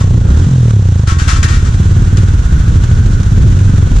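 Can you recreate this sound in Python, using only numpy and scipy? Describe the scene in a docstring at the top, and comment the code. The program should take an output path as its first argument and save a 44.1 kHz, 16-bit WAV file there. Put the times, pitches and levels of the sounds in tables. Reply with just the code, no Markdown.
"""Motorcycle leaving a fuel station

Single cylinder, heard from the seat: throttle blip, thudding idle, pick-up. Each firing rings the exhaust.
The wheels rattle a steel drain grate. Another bike runs close by, wind grows on the microphone,
and a limiter flattens the bass."""
import sys
import numpy as np
from scipy import signal
from scipy.fft import rfft, irfft
from scipy.io import wavfile
from scipy.ndimage import uniform_filter1d, minimum_filter1d

SR = 44100
rng = np.random.default_rng(int(sys.argv[2]) if len(sys.argv) > 2 else 0)


def transcribe(signal):
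    """Save signal, clipped to [-1, 1], as a 16-bit WAV file at the path in sys.argv[1]."""
    frames = np.atleast_2d(signal).T
    limited = np.clip(frames, -1, 1)
    pcm = np.round(limited * 32767).astype(np.int16)
    wavfile.write(sys.argv[1], SR, pcm)


N = 176400
T = np.arange(N) / SR

# engine speed: t/s, firing rate/Hz
FIRING_RATE = [(0, 32.24), (.257, 26.12), (.401, 42.92), (.514, 44.76), (.781, 33.9), (1.057, 23.57),
               (1.254, 18.19), (1.442, 16.27), (1.899, 18.15), (2.315, 19.4), (2.545, 12.82), (2.76, 12.62),
               (3.119, 14.04), (3.319, 17.45), (3.615, 24.14), (4, 21.01)]
# exhaust pulses under throttle: t/s, level/dB, main note/Hz, pop level/dB
THROTTLE = [(0, 1.5, 99.6, -19.5), (.15, 0.5, 110, -21), (.255, 1, 96, -20), (.28, 7, 61, -15),
            (.44, -1.5, 90.4, -21.5), (.465, 0.5, 149.7, -25), (.6, 0, 119.2, -21.5),
            (.76, 2, 103.6, -20.5), (1, 3, 90, -22.5), (1.27, 4, 76.7, -23), (1.5, 6, 80.6, -27),
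            (1.8, 8, 91, -25), (2.2, 6.5, 98.4, -39), (2.45, 6, 64.5, -24), (2.8, 6.5, 89.6, -27),
            (3.3, 4, 90, -26.5), (3.7, 6.5, 100, -27), (4, -2, 101, -15)]
# exhaust resonances: f/main note, level/dB, t60/s
EXHAUST_MODES = [(.7, -5, 0.051), (1.001, 6.5, 0.076), (1.349, -5.5, 0.065), (1.6, -21, 0.046),
                 (2.599, -30.5, 0.043)]
# gas puff: f/Hz, density/dB
PUFF_SPECTRUM = [(120, 2.5), (220, -5), (400, -3.5), (700, -8.5), (1200, -11), (3000, -48)]
# valve gear, chain and tyre hiss: f/Hz, density/dB
HISS_SPECTRUM = [(200, -4.5), (450, -3.5), (750, 2), (1100, 6), (1500, 5), (2200, -5), (3500, -3),
                 (4800, -8), (6500, -2), (7700, -5.5), (8700, -12.5), (10200, -20), (11500, -29),
                 (15000, -26)]
# hiss envelope: t/s, relative level/dB
HISS_ENVELOPE = [(0, -35.5), (.25, -38.5), (.42, -33.5), (.65, -37.5), (1, -38), (1.7, -34), (2.3, -34.5),
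                 (3, -34.5), (4, -34.5)]
# chain whirr: t/s, level/dB
CHAIN_ENVELOPE = [(0, -58), (.4, -56), (1, -48), (1.8, -37), (2.8, -34), (4, -37.5)]
# intake rasp: f/Hz, density/dB
RASP_SPECTRUM = [(170, 10.5), (300, -1), (600, -17), (1000, -27), (1450, -12.5), (2200, -39), (5000, -33)]
# grate rattling in its frame: t/s, level/dB, hold/s, decay/s, clank f/Hz
GRATE_RATTLES = [(0, -27, .02, 0.011, 1076), (1.07, -21.5, 0.039, 0.034, 1350),
                 (1.184, -22.5, 0.014, 0.079, 1505), (1.276, -18.5, 0.038, 0.039, 1320),
                 (1.356, -28, 0.013, 0.028, 1330), (1.427, -13.5, 0.0032, 0.025, 1780),
                 (1.48, -25, 0.068, 0.048, 1380), (1.645, -31.5, 0.033, 0.021, 1290),
                 (1.736, -31.5, 0.0049, .01, 1820)]
# grate bar modes: f/Hz, relative level/dB, t60/s
GRATE_MODES = [(1095, -1, 0.76), (1328, 0.5, 0.11), (1560, 0, 0.49), (1870, -15, .3), (1870, 0.5, 0.2),
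               (1880, -8, .3), (2020, -14, 0.4), (2352, -5.5, 0.77), (2687, -5.5, 0.18), (3510, -15, 0.42),
               (3620, -9, 0.75), (5180, -5, 0.17), (6080, -5, 0.13)]
# dense upper modes of steel: f/Hz, density/dB
CRASH_SPECTRUM = [(500, -10), (900, -8), (1200, 3), (1900, -2.5), (2300, -5.5), (3500, -6), (4700, -7.5),
                  (6300, -5.5), (7600, -6), (8700, -16), (10300, -19.5), (11500, -44), (15000, -40)]
# second bike: t/s, firing rate/Hz, level/dB
NEIGHBOUR_ENGINE = [(0, 28.5, -9.5), (1.2, 29.3, -12), (2, 27, -8), (2.6, 27.8, -8), (3.3, 28, -4),
                    (4, 34.7, -7.5)]
# wind buffeting: f/Hz, density/dB
WIND_SPECTRUM = [(15, -15), (28, 3), (50, 1.5), (80, -5.5), (130, -8), (220, -18.5), (400, -28.5),
                 (800, -43)]
# wind envelope: t/s, level/dB
WIND_ENVELOPE = [(0, -12.5), (.35, -13), (.9, -23.5), (1.5, -9.5), (2.1, -10.5), (2.5, -8.5), (3.2, -11),
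                 (4, -5)]
# left-right likeness of noise: f/Hz, correlation
STEREO_CORRELATION = [(120, 0.97), (250, 0.9), (500, 0.22), (1200, -0.45), (2200, 0.43), (4000, 0.71),
                      (8000, -0.28), (12000, 0.59)]

BASS_PAN_DB = 0.12


def own_bike():
    """Exhaust, valve gear and chain; one firing per engine cycle."""
    (rate_hz,), (level_db, note_hz, pop_db) = in_time(FIRING_RATE), in_time(THROTTLE)
    cycles = 0.7 + np.cumsum(rate_hz) / SR
    thuds = (exhaust(cycles, level_db, note_hz) + pops(cycles, pop_db)) * pan(BASS_PAN_DB)
    return thuds + puffs(cycles, rate_hz, level_db) + hiss(cycles, rate_hz) + chain()


def exhaust(cycles, level_db, note_hz, rise_s=0.0051, spread_db=1.5):
    """Each firing swells and rings out in the exhaust's resonances."""
    out, t = np.zeros(N + SR), T[:SR // 4]
    ratio, mode_db, t60_s = np.transpose(EXHAUST_MODES)[:, :, None]
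    swell = 1 - np.exp(-t * ratio / rise_s)
    for i in firings(cycles):
        start_db = level_db[i] + mode_db + spread_db * rng.standard_normal(mode_db.shape)
        envelope = swell * from_db(start_db - 60 * t / t60_s)
        out[i:i + len(t)] += (envelope * np.sin(2 * np.pi * ratio * note_hz[i] * t)).sum(0)
    return out[:N]


def pops(cycles, level_db, width_s=0.00041, delay_s=0.00404, spread_db=2):
    """Steep pressure front of each exhaust pulse."""
    at, clicks = firings(cycles), np.zeros(N)
    clicks[at] = from_db(level_db[at] + spread_db * rng.standard_normal(len(at)))
    age = (T[:SR // 50] - delay_s) / width_s
    front = -age * np.exp(.5 - age ** 2 / 2)
    return signal.fftconvolve(clicks, front)[:N]


def puffs(cycles, rate_hz, level_db, peak_s=0.0046, gain_db=-37):
    """Burst of gas noise per firing."""
    age = cycles % 1 / rate_hz / peak_s
    return from_db(level_db + gain_db) * age * np.exp(1 - age) * noise(PUFF_SPECTRUM)


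def hiss(cycles, rate_hz, tick_decay_s=0.0073):
    """Valve gear, chain and tyre hiss: one throb, two valve ticks per cycle."""
    tick_age_s = (2 * cycles % 1) / (2 * rate_hz)
    ticks = 0.28 * np.exp(-tick_age_s / tick_decay_s) * from_db(6.6 * drift(17))
    throb = (1 + 0.21 * np.cos(2 * np.pi * cycles) + ticks) * from_db(0.59 * drift(20))
    return from_db(in_time(HISS_ENVELOPE)[0] + 2.5) * throb * noise(HISS_SPECTRUM) * pan(-0.67)


def chain():
    """Chain whirr: a wavering narrow noise band."""
    level_db = in_time(CHAIN_ENVELOPE)[0] + 1.56 * drift(11)
    return from_db(level_db) * resonate(rng.standard_normal((2, N)), hz=1476, width_hz=170)


def intake(start_s=0.22, end_s=0.46, level_db=-19.5):
    """Air rasps through the intake during the blip."""
    progress = np.clip((T - start_s) / (end_s - start_s), 0, 1)
    arch = 2 * np.sqrt(progress * (1 - progress))
    return from_db(level_db + 2 * drift(60)) * arch * noise(RASP_SPECTRUM)


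def gear_click(start_s=2.171, level_db=-22.5, decay_s=0.01, tail_db=-11, tail_decay_s=0.082):
    """Short metallic click, hissy tail."""
    age_s = np.maximum(T - start_s, 0)
    envelope = np.exp(-age_s / decay_s) + from_db(tail_db) * np.exp(-age_s / tail_decay_s)
    return from_db(level_db) * (age_s > 0) * envelope * noise(CRASH_SPECTRUM)


def grate(rise_s=0.0053, contacts_per_s=900, ring_db=-8.5, clank_db=-3):
    """Each rattle is a dense run of steel contacts: crash, ringing bars, clank of the struck bar."""
    force, clanks = np.zeros(N), np.zeros((2, N))
    for start_s, db, hold_s, decay_s, clank_hz in GRATE_RATTLES:
        attack = np.clip((T - start_s) / rise_s, 0, 1)
        rattle = from_db(db) * attack * np.exp(-np.maximum(T - start_s - hold_s, 0) / decay_s)
        force += rattle
        clanks += rattle * resonate(rng.standard_normal((2, N)), clank_hz, width_hz=110)
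    contacts = force * (rng.random(N) < contacts_per_s / SR)
    bars = np.zeros((2, N))
    for hz, db, t60_s in GRATE_MODES:
        width_hz = np.log(1000) / np.pi / t60_s
        bars += from_db(db) * resonate(contacts * rng.standard_normal((2, N)), hz, width_hz)
    ring = from_db(ring_db) * np.sqrt(np.mean(force ** 2)) * unit_rms(bars)
    crash = force * from_db(0.83 * drift(210)) * noise(CRASH_SPECTRUM)
    return crash * pan(2) + ring * pan(6.9) + from_db(clank_db) * clanks * pan(2.5)


def neighbour_bike(note_hz=111.2):
    """Second exhaust, slightly unsteady beat."""
    rate_hz, level_db = in_time(NEIGHBOUR_ENGINE)
    cycles = np.cumsum(rate_hz * (1 + .06 * drift(5))) / SR
    return exhaust(cycles, level_db, np.full(N, note_hz)) * pan(BASS_PAN_DB)


def wind():
    """Lumpy low buffeting, strongest at the end."""
    level_db = in_time(WIND_ENVELOPE)[0] + 2 * drift(4.9)
    return from_db(level_db) * noise(WIND_SPECTRUM) * pan(BASS_PAN_DB)


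def firings(cycles):
    """Sample indices of cycle starts."""
    return np.flatnonzero(np.diff(np.floor(cycles)) > 0)


def noise(spectrum):
    """Shaped stereo noise, unit rms, rolled off past the table's ends."""
    hz = np.maximum(np.arange(N // 2 + 1) * SR / N, 1)
    low_hz, high_hz = spectrum[0][0], spectrum[-1][0]
    gain = from_db(at_hz(spectrum, hz)) / (1 + (hz / high_hz) ** 4) / (1 + (low_hz / hz) ** 4)
    correlation = at_hz(STEREO_CORRELATION, hz)
    mid, side = rfft(rng.standard_normal((2, N)))
    stereo = np.sqrt(1 + correlation) * mid + np.sqrt(1 - correlation) * side * [[1], [-1]]
    return unit_rms(irfft(gain * stereo, N))


def resonate(x, hz, width_hz):
    """Two-pole resonance, unit rms."""
    r = np.exp(-np.pi * width_hz / SR)
    feedback = [1, -2 * r * np.cos(2 * np.pi * hz / SR), r * r]
    return unit_rms(signal.lfilter([1, 0, -1], feedback, x + 1e-18))


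def drift(corner_hz, hop=40, settle=2000):
    """Smooth random wander, unit rms."""
    r = np.exp(-2 * np.pi * corner_hz * hop / SR)
    white = rng.standard_normal(N // hop + settle + 2)
    slow = signal.lfilter([1], [1, -2 * r, r * r], white)[settle:]
    return np.interp(np.arange(N) / hop, np.arange(len(slow)), unit_rms(slow))


def in_time(rows):
    """Table columns at every sample."""
    times_s, *columns = np.transpose(rows)
    return [np.interp(T, times_s, column) for column in columns]


def at_hz(rows, hz):
    """Table lookup over log frequency."""
    knots_hz, values = np.transpose(rows)
    return np.interp(np.log(hz), np.log(knots_hz), values)


def pan(db):
    """Left +db, right -db."""
    return from_db([[db], [-db]])


def from_db(db):
    """Decibels to gain."""
    return 10 ** (np.asarray(db) / 20)


def unit_rms(x):
    """Scale to rms 1."""
    return x / np.sqrt(np.mean(x ** 2) + 1e-20)


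def scene():
    """Both bikes, wind and grate."""
    return own_bike() + intake() + gear_click() + neighbour_bike() + wind() + grate()


def record(dry, low_cut_hz=11.6, split_hz=830, left_trim_db=-0.75, stopband_hz=15500):
    """Low cut, look-ahead limiter and soft clip on the bass, hard clip, high cut."""
    threshold, attack_s, release_db_per_s = 1.187, 0.0024, 699
    dry = signal.sosfilt(signal.butter(1, low_cut_hz, "high", fs=SR, output="sos"), dry)
    bass = signal.sosfiltfilt(signal.butter(2, split_hz, fs=SR, output="sos"), dry)
    treble = dry - bass
    over_db = 20 * np.log10(np.maximum(np.abs(bass).max(0) / threshold, 1))
    held_db = np.maximum.accumulate(over_db + release_db_per_s * T) - release_db_per_s * T
    span = int(attack_s * SR)
    limited = bass * from_db(uniform_filter1d(minimum_filter1d(-held_db, span), span))
    rounded = limited / (1 + limited ** 8) ** (1 / 8)
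    mix = np.clip((rounded + treble) * from_db([[left_trim_db], [0]]), -1, 1)
    return signal.sosfilt(signal.cheby2(12, 70, stopband_hz, fs=SR, output="sos"), mix)


dry = scene()
out = record(dry)
transcribe(out)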